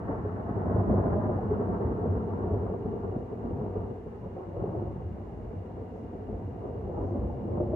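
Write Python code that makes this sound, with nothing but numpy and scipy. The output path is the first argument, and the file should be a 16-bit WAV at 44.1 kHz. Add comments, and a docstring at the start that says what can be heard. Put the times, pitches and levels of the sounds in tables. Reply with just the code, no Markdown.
"""Thunder rolls across an overcast sky, heard from beside a house.
Crowds of shock waves from the far lightning channel merge into a rumble that swells, eases and
swells again. Single claps and hollow notes stand out of it, and the nearby walls boom along.
Behind it faint rain hisses, a cricket trills with its wings, and late on leaves rustle twice."""
import sys
import numpy as np
from scipy import signal
from scipy.fft import rfft, irfft, next_fast_len
from scipy.io import wavfile
from scipy.ndimage import uniform_filter1d

SR = 44100
rng = np.random.default_rng(int(sys.argv[2]) if len(sys.argv) > 2 else 0)


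def bounce(signal):
    """Save signal as a 16-bit WAV file at the path given by the first command-line argument."""
    frames = np.transpose(np.atleast_2d(signal))
    limited = np.clip(frames, -1, 1)
    pcm = np.round(limited * 32767).astype(np.int16)
    wavfile.write(sys.argv[1], SR, pcm)


N = 341775
TIME = np.arange(N) / SR
FFT_SIZE = 2 * next_fast_len(N // 2 + SR // 2)
FREQS = np.maximum(np.arange(FFT_SIZE // 2 + 1) * SR / FFT_SIZE, 1)


def from_db(db):
    """Turn decibels into a number to multiply by."""
    return 10 ** (np.asarray(db) / 20)


def rms_one(x):
    """Scale a signal to an average (rms) strength of 1."""
    return x / np.sqrt(np.mean(x ** 2))


def in_time(rows, column=1):
    """Join timed points into a curve, one value per sample."""
    rows = np.array(rows)
    return np.interp(TIME, rows[:, 0], rows[:, column])


def across_hz(points):
    """Join (Hz, value) points into a curve from bass to treble."""
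    hz, value = np.transpose(points)
    return np.interp(np.log(FREQS), np.log(hz), value)


def filtered(x, response):
    """Turn each frequency of a signal up or down."""
    return irfft(rfft(x, FFT_SIZE) * response, FFT_SIZE)[..., :N]


def ringing_filter(gain_db):
    """A filter that rings after a blow, never before (minimum phase)."""
    cepstrum = irfft(np.log(from_db(gain_db)), FFT_SIZE)
    cepstrum[1:FFT_SIZE // 2] *= 2
    cepstrum[FFT_SIZE // 2 + 1:] = 0
    return np.exp(rfft(cepstrum))


def below(edge_hz, order=12):
    """A filter that keeps what lies below the edge; a higher order cuts more steeply."""
    return 1 / (1 + (FREQS / edge_hz) ** order)


def drift(rate_hz):
    """A slow random wobble with a typical size of 1."""
    return rms_one(filtered(rng.standard_normal(N), below(rate_hz, order=4)))


def impulses(per_s, spread_db):
    """Two unrelated streams of random clicks of uneven size."""
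    hits = rng.random((2, N)) < per_s / SR
    signs = rng.choice([-1, 1], (2, N))
    return rms_one(hits * signs * from_db(spread_db * rng.standard_normal((2, N))))


# How alike thunder is left and right. Each row: frequency in Hz, likeness (1 same, -1 opposite).
SIDE_LIKENESS = [(25, 0.74), (55, 0.98), (108, 1), (135, .74), (160, 0.99), (300, 0.68), (400, 0.91),
                 (555, 0.45), (670, 0.6), (950, 0.13), (1500, -.3), (2200, -0.45)]

def left_and_right(pair):
    """Long waves reach both sides alike, short ones differ."""
    alike = np.clip(across_hz(SIDE_LIKENESS), -0.999, 0.999)
    shared = filtered(pair[0], np.sqrt(1 + alike))
    opposed = filtered(pair[1], np.sqrt(1 - alike))
    return np.array([shared + opposed, shared - opposed])


# The echo off the ground. Each row: time in seconds, delay in milliseconds.
GROUND_DELAYS = [(0, 4.4), (1.3, 5.0), (1.55, 4.45), (4.0, 4.25), (4.4, 5.5), (5.1, 5.5), (5.6, 4.2),
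                 (6.8, 4.3), (7.15, 8.6)]

def ground_echo(x, echo_db=-11):
    """Add a weak echo whose delay slides as the sound comes from other parts of the sky."""
    earlier = TIME - in_time(GROUND_DELAYS) / 1000
    return x + from_db(echo_db) * np.array([np.interp(earlier, TIME, side) for side in x])


# A wandering resonance. Each row: time in seconds, pitch in Hz, boost in dB.
HOLLOW_PATH = [(0, 670, 4), (0.9, 717, 8.5), (1.3, 584, 4.5), (1.55, 391, 4), (2.05, 438, 4), (2.5, 392, 6),
               (2.98, 427, 8.5), (3.3, 416, 4.5), (3.8, 418, 6.5), (4.4, 476, 4.5), (4.75, 660, 4.5),
               (5.05, 450, 3), (5.4, 432, 0), (6.1, 438, 2), (6.35, 444, 5.5), (6.55, 430, 1),
               (6.82, 445, 4), (7.05, 520, 2.5), (7.3, 547, 4), (7.75, 587, 5.5)]

def hollowed(x, reach_hz=45):
    """A resonance slides through the roar and makes it sound hollow."""
    phase = 2 * np.pi * np.cumsum(in_time(HOLLOW_PATH)) / SR
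    waves = (np.cos(phase), np.sin(phase))
    # pick out the sound close to the moving pitch
    band = sum(2 * wave * filtered(x * wave, below(reach_hz, order=4)) for wave in waves)
    return x + (from_db(in_time(HOLLOW_PATH, column=2)) - 1) * band


def surge(start, length, attack_s=0.02, release_s=0.031):
    """A curve that rises quickly to 1, holds and dies away."""
    rise = np.clip((TIME - start) / attack_s, 0, 1)
    return rise * np.exp(-np.maximum(TIME - start - length, 0) / release_s)


def dips(rows, depth_db, lead_s, width_s):
    """A smooth dip, in dB, just ahead of each event."""
    return depth_db * sum(np.exp(-((TIME - start + lead_s) / width_s) ** 2) for start, *_ in rows)


# Deep thuds. Each row: start in seconds, length in seconds, boost in dB, pitch in Hz.
DEEP_THUDS = [(0.165, 0.11, 6.5, 77.4), (0.706, 0.07, 4, 68), (0.712, 0.06, 1, 186), (0.866, 0.09, 8, 67.7),
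              (0.875, 0.06, 5, 205), (1.096, 0.049, 9, 78), (1.84, 0.063, 9, 62), (2.07, 0.06, 1.5, 190),
              (2.468, 0.15, 8, 76), (2.846, 0.041, 8, 188), (3.055, 0.056, 6.5, 85.4),
              (3.496, 0.06, 7.5, 62.5), (3.742, 0.07, 12.5, 76.5), (4.2, 0.068, 11.5, 71.5),
              (4.522, 0.073, 7, 116), (4.755, 0.13, 8, 76), (4.968, 0.15, 8.5, 70), (5.1, 0.23, 3.5, 62),
              (5.35, 0.15, 8, 60), (5.52, 0.1, 5, 105), (5.725, 0.048, 9, 88), (6.012, 0.059, 6.5, 218),
              (6.257, 0.12, 8, 57), (6.423, 0.14, 8.5, 114), (6.757, 0.26, 6, 60.6), (7.023, 0.13, 5, 91.5),
              (7.181, 0.16, 9.5, 56.4)]

def thuds_at(hz, reach_octaves=0.51):
    """A long, far stretch of lightning arrives at once, boosting (in dB) bands near the thud's pitch."""
    return sum(boost_db * np.exp(-(np.log2(hz / pitch) / reach_octaves) ** 2) * surge(start, length)
               for start, length, boost_db, pitch in DEEP_THUDS)


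# The roll, as more or less of the lightning is heard at once. Each row: time in seconds, level in dB.
ROLL_LEVELS = [(0, -10), (.13, -10), (.45, -8.5), (.6, -4), (.74, -2), (.92, -1.35), (1.4, -4.5),
               (2.12, -4.5), (2.3, -7), (2.55, -6), (2.8, -10.5), (3.15, -9), (3.25, -13.5), (3.39, -12),
               (3.46, -8.5), (3.88, -10.5), (4.02, -15.5), (4.48, -15), (4.64, -7.5), (5.2, -15),
               (6.24, -14), (6.32, -11.5), (6.55, -14), (6.75, -12), (7.1, -6.5), (7.4, -11), (7.6, -3.5),
               (7.75, -8)]
# Flurries of sharper shocks from nearer side branches.
# Each row: start in seconds, length in seconds, level change in dB.
BRANCH_FLURRIES = [(.07, 0.13, 3), (.54, 0.41, -1.5), (1.02, 0.12, 1), (3.74, 0.047, 4.5),
                   (4.35, 0.083, 5.5), (4.54, .06, 3), (4.72, 0.1, 5), (5.75, 0.02, 5.5), (6.6, 0.1, 4.5),
                   (6.93, 0.057, 4.5)]

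def roll_levels(throb_db=1.26, throb_hz=10.5, crackle_loss_db_per_s=0.78):
    """Levels in dB of five bands, low to high: all follow the roll, and each throbs on its own."""
    roll_db = in_time(ROLL_LEVELS)
    flurry_db = sum(db * surge(start, length) for start, length, db in BRANCH_FLURRIES)
    # a clap or boom gathers the shocks around it, so the roll sags just before it
    lull_db = dips(SINGLE_CLAPS, depth_db=0.66, lead_s=0.045, width_s=0.029)
    sag_db = dips(WALL_BOOMS, depth_db=2.5, lead_s=0.012, width_s=0.026)
    # each band starts from its base level and takes its share of the roll
    depth_db = -41.5 + 0.66 * roll_db + thuds_at(hz=58.3) - sag_db
    bass_db = -30 + 1.114 * roll_db + thuds_at(hz=100) - sag_db
    growl_db = -30.5 + 1.1 * roll_db + thuds_at(hz=227) - lull_db
    roar_db = -33.5 + 0.97 * roll_db + 0.83 * flurry_db - lull_db
    crackle_db = -40.5 + roll_db + flurry_db - lull_db - crackle_loss_db_per_s * TIME
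    return [db + throb_db * drift(throb_hz) for db in (depth_db, bass_db, growl_db, roar_db, crackle_db)]


def at_level(x, level_db, even_s):
    """Even out a sound's slow swings, then make it follow a level curve."""
    power = uniform_filter1d(x.mean(axis=0) ** 2, int(even_s * SR))
    power = uniform_filter1d(power, int(even_s * SR / 2))
    return x / np.sqrt(np.maximum(power, 1e-20)) * from_db(level_db)


# Thunder's tone after kilometres of air. Each row: frequency in Hz, relative level in dB.
THUNDER_TONE = [(22, -23.5), (38, -23.5), (50, -11.5), (74, -11), (146, -9), (175, 0), (245, -1), (315, -2),
                (425, -4), (560, -8), (1000, -15.5), (1900, -31), (3000, -68), (9000, -105)]
# Ringing between the walls and under the eaves. Each row: pitch in Hz, width in Hz, boost in dB.
WALL_RINGS = [(59, 27, 11.5), (95.3, 22, 14.5), (119, 51, 11), (186, 16, 0.5), (354, 54, 3), (493, 27, 2),
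              (743, 140, 2.5)]

def rumble(clump_db=0.97, clump_hz=30, air_loss_db_per_s=3.0, air_hz=1250):
    """Every kink in the lightning sends a shock; they come in clumps, dulled by air, and ring the walls."""
    shocks = impulses(per_s=3500, spread_db=0.5) * from_db(clump_db * drift(clump_hz))
    walls_db = sum(boost / (1 + (2 * (FREQS - hz) / width) ** 2) for hz, width, boost in WALL_RINGS)
    tone = ringing_filter(across_hz(THUNDER_TONE) + walls_db)
    arriving = left_and_right(filtered(ground_echo(shocks), tone))
    bass_hz, growl_hz, roar_hz, crackle_hz = 74, 140, 330, 800   # where each band begins
    depth_db, bass_db, growl_db, roar_db, crackle_db = roll_levels()
    depth = at_level(filtered(arriving, below(bass_hz)), depth_db, even_s=0.25)
    bass = at_level(filtered(arriving, below(growl_hz) - below(bass_hz)), bass_db, even_s=0.13)
    growl = at_level(filtered(arriving, below(roar_hz) - below(growl_hz)), growl_db, even_s=0.14)
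    roar = at_level(filtered(arriving, below(crackle_hz) - below(roar_hz)), roar_db, even_s=0.14)
    crackle = at_level(filtered(arriving, 1 - below(crackle_hz)), crackle_db, even_s=0.91)
    # later sound has come farther, so the air has taken more of its treble
    kept = from_db(-air_loss_db_per_s * TIME)
    crackle = kept * crackle + (1 - kept) * filtered(crackle, below(air_hz, order=6))
    return depth + bass + growl + hollowed(roar) + crackle


# The tone of the rain. Each row: frequency in Hz, relative level in dB.
RAIN_TONE = [(200, -10.5), (900, 3), (1600, -2), (2000, -3.5), (2500, -10.5), (3200, -18), (4000, -20.5),
             (5000, -24), (6700, -24.5), (8000, -29), (10000, -31.5), (13000, -34), (15500, -30.5)]

def rain(level_db=-63, drops_db=-15):
    """Far drops merge into a hiss; a few nearer ones tick."""
    patter = rng.standard_normal((2, N)) + from_db(drops_db) * impulses(per_s=60, spread_db=3.5)
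    return from_db(level_db) * rms_one(filtered(patter, ringing_filter(across_hz(RAIN_TONE))))


def cricket(pitch_hz=2821, strokes_per_s=29.7, level_db=-71.5, right_db=-13, uneven_db=2.25):
    """A cricket far to the left: each closing of its wings rings the same short note afresh."""
    strokes = np.cumsum(strokes_per_s * (1 + 0.025 * drift(3))) / SR
    pulses = np.abs(np.sin(np.pi * strokes)) * from_db(level_db + uneven_db * drift(40))
    phase = 2 * np.pi * (pitch_hz * TIME + rng.random(N)[strokes.astype(int)])
    # the tone reaches the right side a quarter cycle late
    return pulses * np.array([np.sin(phase), -from_db(right_db) * np.cos(phase)])


# Thunderclaps. Each row: start in seconds, level in dB, ring pitch in Hz, ring fade time in seconds.
SINGLE_CLAPS = [(0.09, -21, 289, 0.014), (0.25, -26, 420, 0.03), (0.492, -26, 348, 0.0056),
                (0.566, -23.5, 417, .015), (0.658, -22.5, 245, 0.01), (0.71, -17.5, 240, 0.0071),
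                (0.761, -17, 115, 0.016), (0.897, -18, 613, 0.0098), (0.928, -19, 213, 0.015),
                (1.166, -22.5, 211, 0.028), (1.293, -16, 217, 0.0091), (1.511, -22, 421, 0.029),
                (1.565, -24.5, 198, 0.0094), (1.609, -23, 385, 0.0084), (1.844, -22, 414, 0.0077),
                (1.982, -25.5, 400, 0.0088), (2.032, -25, 433, 0.0069), (2.059, -23.5, 460, 0.014),
                (2.54, -20.5, 386, 0.011), (2.699, -23.5, 370, 0.0076), (3.162, -23.5, 239, 0.0078),
                (3.44, -25, 233, 0.021), (3.509, -27.5, 342, 0.0093), (3.61, -24, 218, 0.02),
                (3.761, -26.5, 443, 0.01), (4.066, -35.5, 423, 0.0082), (4.259, -28, 193, 0.021),
                (4.366, -30.5, 512, 0.015), (4.567, -29, 480, 0.014), (4.639, -24, 416, 0.0074),
                (4.75, -28.5, 417, 0.0082), (6.154, -34, 388, 0.015), (6.288, -29, 402, 0.0087),
                (6.638, -30, 402, .01), (6.897, -29, 452, 0.0071), (7.108, -24.5, 335, 0.014),
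                (7.148, -23, 259, 0.026), (7.602, -20, 352.4, 0.038), (7.734, -21.5, 351.4, 0.034)]
# The tone of a clap. Each row: frequency in Hz, relative level in dB.
CLAP_TONE = [(40, -32), (130, -12), (280, -6.5), (390, 0), (520, 3), (720, -7), (1100, -24), (2000, -50),
             (9000, -105)]

def claps(scatter_s=0.016, scatter_db=-24, crack_db=-7, ring_db=-2, rise_s=0.002):
    """Lightning lying side-on arrives as one shock, with a hollow ring and scatter from the roofs."""
    fronts, trail, rings = np.zeros((2, N)), np.zeros(N), np.zeros(N)
    for start, level_db, hz, fade_s in SINGLE_CLAPS:
        at = int(start * SR)
        age = TIME[:min(N - at, SR // 8)]
        span = slice(at, at + len(age))
        fronts[0, at] = -from_db(level_db)
        trail[span] += from_db(level_db + scatter_db) * np.exp(-age / scatter_s)
        ring_shape = np.exp(-age / fade_s) - np.exp(-age / rise_s)
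        rings[span] -= from_db(level_db + ring_db) * np.sin(2 * np.pi * hz * age) * ring_shape
    scatter = trail * impulses(per_s=2500, spread_db=3.0)
    tone = ringing_filter(across_hz(CLAP_TONE))
    cracks = filtered(fronts + scatter, tone / np.abs(irfft(tone)).max())
    return from_db(crack_db) * left_and_right(cracks) + filtered(rings, below(1400, order=6))


# Hollow notes. Each row: middle in seconds, half length in seconds, pitch in Hz, level in dB.
HOLLOW_NOTES = [(0.099, .006, 578, -28.5), (1.393, 0.0057, 754, -29), (1.52, 0.0081, 410, -20.5),
                (1.601, .01, 384, -27), (2.065, 0.0064, 465, -24), (2.545, .008, 393, -24),
                (3.168, 0.0061, 300, -29.5), (3.768, .008, 440, -27), (4.644, 0.0058, 420, -22.5),
                (6.982, 0.013, 833, -41.5), (7.302, 0.0048, 844, -38.5), (7.613, 0.015, 599, -29),
                (7.738, 0.0075, 618, -30)]

def hollow_notes():
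    """Very short swells of one pitch stick out of the rumble like soft knocks."""
    out = np.zeros(N)
    for middle, half_s, hz, level_db in HOLLOW_NOTES:
        offset = TIME - middle
        out += from_db(level_db) * np.exp(-(offset / half_s) ** 2) * np.sin(2 * np.pi * hz * offset)
    return out


# Deep booms. Each row: start in seconds, level in dB, pitch in Hz, fade time in seconds.
WALL_BOOMS = [(0.74, -20, 97.2, 0.048), (0.885, -25.5, 66.6, 0.065), (0.946, -23.5, 93.7, 0.069),
              (1.126, -24, 86.7, 0.035), (1.845, -23.5, 89.7, 0.046), (2.085, -22.5, 96.2, 0.054),
              (2.159, -28, 72, .025), (2.505, -24, 84, 0.037), (3.155, -32.5, 125, .01),
              (3.578, -29, 133, .025), (3.897, -31, 126, .02), (5.04, -32.5, 88, 0.058),
              (5.56, -33, 92.5, .06), (7.185, -28.5, 61.5, 0.073), (7.68, -29.5, 66, .05)]

def booms(rise_s=0.0067):
    """The heaviest shocks set the air between the walls swinging at one low pitch."""
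    out = np.zeros(N)
    for start, level_db, hz, fade_s in WALL_BOOMS:
        age = np.maximum(TIME - start, 0)
        swing = (1 - np.exp(-(age / rise_s) ** 2)) * np.exp(-age / fade_s)
        out += from_db(level_db) * swing / swing.max() * np.sin(2 * np.pi * hz * age)
    return out


# Brief rustles. Each row: middle in seconds, half length in seconds, level in dB.
LEAF_RUSTLES = [(5.983, .06, -84), (7.071, 0.071, -83.5)]
# The tone of the leaves. Each row: frequency in Hz, relative level in dB.
LEAF_TONE = [(3000, -38.5), (5000, -5.5), (6200, -3), (7500, -14), (12000, -25)]

def leaves():
    """Small gusts brush leaves together in a soft hiss."""
    gusts = sum(from_db(db) * np.exp(-((TIME - middle) / half_s) ** 2)
                for middle, half_s, db in LEAF_RUSTLES)
    return gusts * rms_one(filtered(rng.standard_normal((2, N)), from_db(across_hz(LEAF_TONE))))


def scene(left_db=0.15):
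    """Thunder, a touch stronger on the left, over the quiet background."""
    thunder = (rumble() + booms() + claps() + hollow_notes()) * from_db([[left_db], [-left_db]])
    return thunder + rain() + leaves() + cricket()


def record(dry, bass_cut_hz=29, treble_cut_hz=15700):
    """Small microphones lose the deepest bass; the highest treble is cut steeply."""
    heard = filtered(dry, 1 - below(bass_cut_hz, order=4))
    return signal.sosfilt(signal.cheby2(16, 60, treble_cut_hz, fs=SR, output="sos"), heard)


dry = scene()
out = record(dry)
bounce(out)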